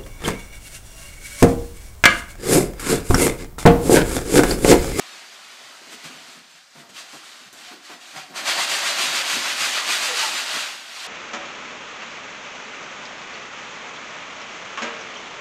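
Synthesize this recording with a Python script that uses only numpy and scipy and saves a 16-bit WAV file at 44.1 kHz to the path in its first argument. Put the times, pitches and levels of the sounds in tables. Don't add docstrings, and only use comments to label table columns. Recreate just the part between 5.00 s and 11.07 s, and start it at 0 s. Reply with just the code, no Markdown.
import sys
import numpy as np
from scipy import signal
from scipy.fft import rfft, irfft
from scipy.io import wavfile
from scipy.ndimage import uniform_filter1d

SR = 44100
rng = np.random.default_rng(int(sys.argv[2]) if len(sys.argv) > 2 else 0)


def ratio_of_db(decibels):
    return 10 ** (np.asarray(decibels, float) / 20)


def file_out(sig):
    cols = np.atleast_2d(sig).T
    lim = np.clip(cols, -1, 1)
    pcm = np.round(lim * 32767).astype(np.int16)
    wavfile.write(sys.argv[1], SR, pcm)


N = 267731


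def evened(x):
    return x / np.sqrt(np.mean(x ** 2) + 1e-20)


def read(points, hz):
    f, value = np.transpose(points)
    return np.interp(np.log(hz + 1), np.log(f + 1), value)


def add(mix, s, sound):
    part = mix[round(s * SR):][:len(sound)]
    part += sound[:len(part)]


def coloured(x, spectrum):
    hz = abs(np.fft.fftfreq(8192, 1 / SR))
    log_gain = np.log(ratio_of_db(np.maximum(read(spectrum, hz), -100)))
    taps = np.fft.ifft(np.exp(np.conj(signal.hilbert(log_gain)))).real[:4096]
    return evened(signal.oaconvolve(x, taps)[:N])


def resonate(x, hz, width):
    return signal.lfilter(*signal.iirpeak(hz, hz / width, SR), x)


def house():
    # frequency in Hz, level in dB per Hz.
    hum_colour = [(40, -38), (100, -28), (160, -23), (300, -25), (450, -15), (680, -13), (880, -21),
                  (1500, -4), (2800, -10.5), (4700, -4.5), (5400, -7.5), (8000, -12.5), (10000, -23),
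                  (15300, -31)]
    # pitch in Hz, level in dB rms.
    appliances = [(101, -82), (157, -83)]
    hum = coloured(rng.standard_normal(N), hum_colour)
    tones = sum(ratio_of_db(db) * evened(resonate(rng.standard_normal(N), hz, 14.0)) for hz, db in appliances)
    below_60_hz = signal.butter(2, 60, fs=SR, output="sos")
    rumble = evened(signal.sosfilt(below_60_hz, rng.standard_normal(N)))
    return ratio_of_db(-54) * hum + tones + ratio_of_db(-86) * rumble


def feet():
    # start in seconds, peak in dB, pitch in Hz.
    small_steps = [(0.632, -61, 132), (1.048, -45, 159), (1.05, -55, 85), (4.17, -63, 65), (5.08, -68, 65),
                   (1.129, -60, 143), (1.354, -52, 173), (1.539, -60, 163), (1.77, -51, 148),
                   (2.144, -52.5, 146), (3.16, -46, 149), (3.294, -62, 128), (3.561, -55, 153),
                   (3.732, -52, 140), (3.859, -65, 143), (4.082, -46, 160), (4.327, -47, 162),
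                   (4.594, -50, 138), (4.909, -62, 148)]
    # start in seconds, peak in dB, pitch in Hz.
    heel_falls = [(0.626, -69, 102), (0.906, -67, 105), (1.353, -66, 124), (1.409, -72, 94.2),
                  (1.758, -71, 88.8), (1.893, -63, 110), (2.095, -73, 105), (2.458, -60, 124),
                  (2.504, -68, 91.5), (2.66, -62, 88.8), (2.972, -77, 72.7), (3.134, -61, 99.6),
                  (3.359, -68, 116), (3.429, -68, 124), (3.574, -63, 107), (3.753, -72, 124),
                  (4.067, -57, 124), (4.228, -72, 124), (4.357, -50, 115), (4.469, -67, 118),
                  (4.639, -67, 78.1), (4.78, -65, 105), (5.188, -61, 96.9), (5.553, -62, 116)]
    out, t = np.zeros(N), np.arange(SR // 3) / SR
    attack = 1 - np.exp(-t / 0.0061)
    for s, db, hz in small_steps + heel_falls:
        decay = ratio_of_db(db + 6.0 - 60 * t / 0.16)
        add(out, s, decay * np.sin(2 * np.pi * hz * t) * attack)
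    return out


def pats():
    # start in seconds, peak in dB, skin pitch in Hz, t60 in seconds, slap level in dB.
    pat_rows = [(0.228, -49, 343, 0.17, -45), (0.519, -45, 373, 0.16, -48), (0.597, -62, 289, 0.15, -40),
                (0.808, -49, 211, 0.12, -40), (1.042, -39, 230, 0.15, -37), (1.274, -41, 250, 0.13, -52),
                (1.346, -40, 208, 0.1, -60), (1.752, -40, 227, 0.17, -39), (1.888, -46, 198, 0.25, -40),
                (2.133, -36, 302, 0.12, -39), (2.409, -49, 240, 0.091, -49), (2.528, -48, 284, 0.073, -52),
                (2.713, -49, 252, 0.14, -32), (2.896, -57, 363, 0.095, -32), (3.133, -44, 289, 0.43, -48),
                (3.299, -38, 260, 0.14, -47), (3.579, -35, 285, 0.16, -30), (3.713, -48, 341, 0.11, -19.5),
                (3.983, -36, 366, 0.37, -33), (4.357, -29.5, 240, 0.2, -35), (4.766, -48, 330, 0.15, -21),
                (4.886, -34, 333, 0.12, -38), (5.019, -42, 253, 0.15, -24), (5.337, -38, 250, 0.18, -28)]
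    partials = [(.65, -3.5), (1., 2), (1.45, -6), (2.3, -3)]  # (times the pitch, dB)
    out, t = np.zeros(N), np.arange(SR // 3) / SR
    slap_band = signal.butter(2, [350, 1600], "band", fs=SR, output="sos")
    for s, db, hz, t60, slap_db in pat_rows:
        ring = sum(ratio_of_db(d) * np.sin(2 * np.pi * hz * k * t + rng.uniform(0, 4.8)) for k, d in partials)
        add(out, s, ratio_of_db(db - 6.0 - 60 * t / t60) * ring * (1 - np.exp(-t / 0.011)))
        slap = evened(signal.sosfilt(slap_band, rng.standard_normal(len(t))))
        add(out, s, ratio_of_db(slap_db - 8.5 - 60 * t / 0.16) * slap * (1 - np.exp(-t / 0.0048)))
    return out


def squeaks():
    # start in seconds, length in seconds, pitch in Hz, level in dB, roughness from 0 to 1.
    slips = [(1.76, .14, 685, -50, .4), (1.97, .04, 1120, -44, .3), (.915, .04, 1280, -47, .5),
             (2.67, .065, 715, -46, .15), (2.455, .035, 195, -54, .3), (2.53, .05, 290, -59, .8),
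             (3.3, .1, 250, -54, .7), (2.92, .06, 720, -49, .8), (3.16, .045, 750, -39, .4),
             (3.22, .04, 750, -45, .3), (3.29, .045, 700, -49, .9), (3.575, .04, 700, -36, .8),
             (3.875, .05, 590, -39, .2), (5.022, .022, 1300, -30, .3), (5.092, .036, 497, -31, .05),
             (5.122, .026, 495, -31.5, .05), (5.217, .05, 893, -25.5, .02), (5.262, .04, 855, -32, .05)]
    out = np.zeros(N)
    for s, length, hz, db, rough in slips:
        t = np.arange(0, length, 1 / SR)
        wander = rough * np.cumsum(rng.standard_normal(len(t))) * .08
        add(out, s, ratio_of_db(db) * np.sin(2 * np.pi * hz * t + wander) * np.hanning(len(t)) ** .4)
    return out


def snaps():
    # start in seconds, peak in dB.
    releases = [
        (2.5284, -31),
        (2.5337, -38),
        (2.5405, -39),
    ]
    out, t = np.zeros(N), np.arange(800) / SR
    for s, db in releases:
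        ping = np.cos(2 * np.pi * 6500 * t) * np.exp(-t / .0004)
        crack = ping + .35 * rng.standard_normal(800)
        add(out, s, ratio_of_db(db - 60 * t / .02) * crack)
    return out


def ticks():
    # start in seconds, peak in dB.
    strikes = [
        (1.0467, -28),
        (1.7501, -39),
        (1.863, -38),
        (2.1338, -28),
        (2.158, -31),
        (2.743, -34),
        (3.4846, -9),
    ]
    out, t = np.zeros(N), np.arange(60) / SR
    for s, db in strikes:
        add(out, s, -ratio_of_db(db) * np.cos(2 * np.pi * 3000 * t) * np.exp(-t / .0002))
    return out


def hits(per_s, spread_db):
    size = ratio_of_db(spread_db * np.minimum(rng.exponential(1, N), 5)) * rng.choice([-1., 1.], N)
    return evened(size * (rng.random(N) < per_s / SR))


def patchy(x, depth_db):
    hz, t, z = signal.stft(x, SR, nperseg=1024, noverlap=768)
    patches = uniform_filter1d(rng.standard_normal(z.T.shape), size=8, axis=0)
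    patches = evened(uniform_filter1d(patches, size=3, axis=1)).T
    return evened(signal.istft(z * ratio_of_db(depth_db * patches), SR, nperseg=1024, noverlap=768)[1][:N])


def humps(rows):
    roundness = 1.85
    t = np.arange(0, N / SR, .001)
    power = np.zeros(len(t))
    for s, db, rise, fall in rows:
        distance = abs((t - s) / np.where(t < s, rise, fall))
        power += ratio_of_db(2 * db - 12 * distance ** roundness)
    return np.interp(np.arange(N) / SR, t, power)


def motion():
    # time in seconds, patter in dB.
    rolling = [(0.0, -42.5), (0.3, -46), (0.89, -47), (1.1, -43.5), (1.38, -48.5), (1.43, -53.5),
               (1.6, -54), (1.68, -61), (1.93, -60), (2.06, -47.5), (2.47, -47.5), (2.515, -56), (2.8, -56),
               (3.34, -52.5), (3.5, -35), (5.3, -33), (5.62, -32.5), (5.85, -43), (6.07, -39.5)]
    # crest in seconds, patter in dB, fizz in dB, rise in seconds, fall in seconds.
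    tips = [(0.0, -46, -53, .02, .03), (.146, -48, -62, .05, .05), (.344, -51, -57, .03, 0.018),
            (.53, -49, -59, 0.098, 0.027), (.66, -52, -58, .04, .06), (.768, -55, -60, 0.043, .02),
            (.936, -42.5, -45, .025, 0.02), (1.054, -39.5, -46, 0.015, 0.029), (1.3, -49.5, -55, .04, .07),
            (1.505, -56, -59, .012, 0.023), (1.554, -54.5, -65, 0.034, 0.055),
            (1.81, -48, -55, 0.055, 0.016), (1.897, -50, -53, .005, 0.021),
            (1.985, -38.5, -46.5, 0.033, 0.048), (2.144, -46, -51, .05, 0.06),
            (2.25, -46.5, -54, 0.014, 0.12), (2.532, -51, -51, .003, .04), (2.59, -45.5, -53, 0.029, 0.057),
            (2.678, -42.5, -58, 0.06, 0.072), (2.85, -47, -58, 0.021, 0.056),
            (2.93, -43.5, -71, 0.073, 0.032), (3.02, -45.5, -60, 0.018, 0.2), (3.1, -49, -54, 0.055, .1),
            (3.172, -37.5, -58, 0.017, 0.054)]
    throws = [(3.376, -30.5, -39.5, 0.019, 0.045), (3.486, -21.5, -34.5, 0.026, 0.064),
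              (3.617, -22.5, -32.5, 0.042, 0.039), (3.724, -23, -31.5, 0.038, 0.078),
              (3.885, -23, -35.5, 0.062, 0.056), (4.014, -22.5, -31, 0.043, 0.092),
              (4.172, -23, -34, 0.045, 0.053), (4.318, -23.5, -32, 0.058, 0.07),
              (4.5, -25.5, -37, 0.1, 0.046), (4.63, -23, -31.5, 0.053, 0.077),
              (4.765, -24.5, -41, 0.052, 0.063), (4.925, -22, -31.5, 0.055, 0.065),
              (5.046, -24, -33, 0.038, 0.068), (5.2, -22.5, -33.5, 0.048, 0.093),
              (5.384, -27, -38, 0.073, 0.05), (5.54, -28, -43, 0.065, 0.13), (6.05, -36, -58, 0.12, 0.037)]
    # crest in seconds, wobble in dB, drumming in dB, fall in seconds.
    grip_jolts = [(0.0, -59, -45, 0.04), (.136, -57, -48, 0.041), (.3, -70, -54, 0.15),
                  (.604, -62, -49, 0.046), (.94, -45, -49, 0.023), (.936, -70, -49, .02),
                  (1.048, -50.5, -49, 0.19), (1.354, -51.5, -60, 0.055), (.7, -63, -49, 0.064),
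                  (1.834, -56, -48, 0.028), (1.99, -59, -60, 0.026), (2.27, -63, -65, 0.066),
                  (2.424, -57, -56, 0.033), (2.542, -55, -50, 0.051), (2.62, -57, -65, 0.044),
                  (2.97, -61, -53, 0.12), (.87, -53, -54, 0.045), (3.172, -51, -35, 0.029),
                  (3.312, -46, -61, 0.021), (3.365, -48, -34.5, 0.24), (3.497, -59, -26.5, 0.012),
                  (3.598, -54, -23.5, 0.0087), (3.729, -53, -32.5, 0.33), (3.999, -46, -37, 0.27),
                  (4.37, -36, -37, 0.022), (4.464, -55, -29, 0.025), (4.628, -43, -47, 0.022),
                  (4.898, -42, -47, 0.039), (5.1, -56, -31, 0.052), (5.216, -58, -50, 0.043),
                  (5.566, -38.5, -35, 0.01), (6.064, -55, -38, .03)]
    palm_knocks = [
        (0.812, -55, -56, .03),
        (1.754, -52, -52, 0.16),
        (2.136, -46.5, -41.5, 0.032),
        (2.716, -46, -54, 0.056),
        (2.9, -47, -39.5, .05),
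    ]
    jolt_rise_s, knock_rise_s = 0.022, 0.004
    skin_lag_s = 0.17

    roll = ratio_of_db(2 * np.interp(np.arange(N) / SR, *np.transpose(rolling)))
    moves = np.array(tips + throws)
    jolts = np.array([row + (jolt_rise_s,) for row in grip_jolts]
                     + [row + (knock_rise_s,) for row in palm_knocks])
    patter = roll + humps(moves[:, [0, 1, 3, 4]])
    fizz = roll * ratio_of_db(2 * -13) + humps(moves[:, [0, 2, 3, 4]])
    stir_db = uniform_filter1d(10 * np.log10(patter), round(skin_lag_s * SR)) + 45
    wobble = ratio_of_db(2 * (-65 + 0.74 * stir_db)) + humps(jolts[:, [0, 1, 4, 3]])
    drum = ratio_of_db(2 * (-51 + 0.82 * stir_db)) + humps(jolts[:, [0, 2, 4, 3]])
    return np.sqrt([patter, fizz, wobble, drum])


def grains():
    # frequency in Hz, level in dB per Hz.
    patter_colour = [(60, -63), (400, -18), (800, -7.5), (1300, -2), (2600, 0), (4700, -2), (5400, -6.5),
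                     (6200, -6.5), (7200, -8.5), (8500, -12.5), (9900, -18), (12500, -23.5), (14000, -30),
                     (15300, -31)]
    fizz_colour = [(300, -80), (3000, -47), (6000, 0.5), (7200, 0.5), (8500, 0), (9900, -9), (12500, -10.5),
                   (14000, -15), (15300, -23)]
    wobble_colour = [(40, -50), (100, -21), (130, -14), (170, -6), (250, 1.5), (400, -3.5), (600, -14),
                     (1000, -30)]
    drum_colour = [(60, -62), (200, -26), (400, -4.5), (460, -12.5), (600, -0.5), (750, 2), (865, -6.5),
                   (1000, -0.5), (1400, -2), (2200, -26)]
    # pitch in Hz, width in Hz, level in dB.
    body = [(490, 28, -17), (575, 54, -5.5), (673, 9.4, 1), (807, 39, -0.5), (932, 32, 0.5),
            (1118, 62, -11), (1235, 18, -28), (1963, 173, 19)]
    patter_gain, fizz_gain, wobble_gain, drum_gain = motion()
    patter = patchy(coloured(hits(per_s=12000, spread_db=1.0), patter_colour), depth_db=1.48)
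    fizz = patchy(coloured(hits(per_s=16000, spread_db=0.8), fizz_colour), depth_db=2.5)
    wobble = coloured(hits(per_s=2500, spread_db=0.3), wobble_colour)
    drum = coloured(hits(per_s=4000, spread_db=1.6), drum_colour)
    drum = evened(drum + sum(ratio_of_db(db) * resonate(drum, hz, width) for hz, width, db in body))
    out = ratio_of_db(0.93) * patter_gain * patter
    out += ratio_of_db(-1.0) * fizz_gain * fizz
    out += ratio_of_db(-2.0) * wobble_gain * wobble
    out += ratio_of_db(-3.5) * drum_gain * drum
    return out


def tail():
    # frequency in Hz, t60 in seconds.
    decay = [(150, 1), (700, 0.76), (2500, 0.89), (8000, 0.071), (15000, 0.55)]
    taps = np.zeros(SR // 2)
    at = np.arange(200, len(taps) - 20, 20)
    taps[at + rng.integers(0, 20, len(at))] = rng.choice([-1., 1.], len(at))
    hz, t, z = signal.stft(taps, SR, nperseg=256)
    fade = ratio_of_db(-60 * t / read(decay, hz)[:, None])
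    echo = signal.istft(z * fade, SR, nperseg=256)[1]
    return echo / np.linalg.norm(echo)


def room(x, count=8):
    place = np.arange(N) / N * (count - 1)
    out = np.zeros(N)
    for k in range(count):
        nearness = np.cos(np.pi / 2 * np.clip(place - k, -1, 1))
        out += signal.oaconvolve(x * nearness, tail())[:N]
    return out


def scene():
    hands = pats() + squeaks() + snaps() + ticks()
    play = feet() + hands + grains()
    mono = house() + play + ratio_of_db(-12.0) * room(play)
    return np.array([mono, mono])


def widened(x):
    # centre in seconds, low edge in Hz, high edge in Hz.
    wide_moments = [(.124, 5060, 6930), (.612, 11690, 13180), (1.192, 6200, 7640), (1.192, 8180, 9710),
                    (1.471, 6200, 8310), (1.54, 5100, 6980), (1.54, 9560, 11740), (1.703, 4130, 5250),
                    (2.446, 5120, 6310), (2.446, 7470, 9040), (2.957, 5080, 6350), (3.746, 6240, 7640),
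                    (3.746, 11650, 13820), (3.909, 4160, 6400), (3.909, 10940, 13110), (4.025, 4160, 5230),
                    (5.372, 5600, 6960), (5.372, 10250, 12490), (5.79, 4220, 5230), (5.79, 10290, 11800)]
    out, hz = x.copy(), np.fft.rfftfreq(2048, 1 / SR)
    window = np.sin(np.pi * (np.arange(2048) + .5) / 2048)
    for s, low_hz, high_hz in wide_moments:
        start = round(s * SR) - 1024
        band = rfft(x[0, start:start + 2048] * window) * (hz > low_hz) * (hz < high_hz)
        other = abs(band) * np.exp(2j * np.pi * rng.random(len(hz))) * ratio_of_db(-1.0)
        sides = np.array([[1], [-1]]) * irfft(other)
        out[:, start:start + 2048] += window * (sides - .3 * irfft(band))
    return out


def band_limit(x):
    return signal.sosfilt(signal.butter(12, 15400, fs=SR, output="sos"), x)


def record(dry):
    thin = signal.sosfilt(signal.butter(2, 110, "high", fs=SR, output="sos"), dry)
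    top_cut = signal.firwin(401, 15400, window=("kaiser", 9), fs=SR)
    thin = signal.oaconvolve(thin, top_cut[None], "same")
    return band_limit(widened(thin))


dry = scene()
out = record(dry)
file_out(out)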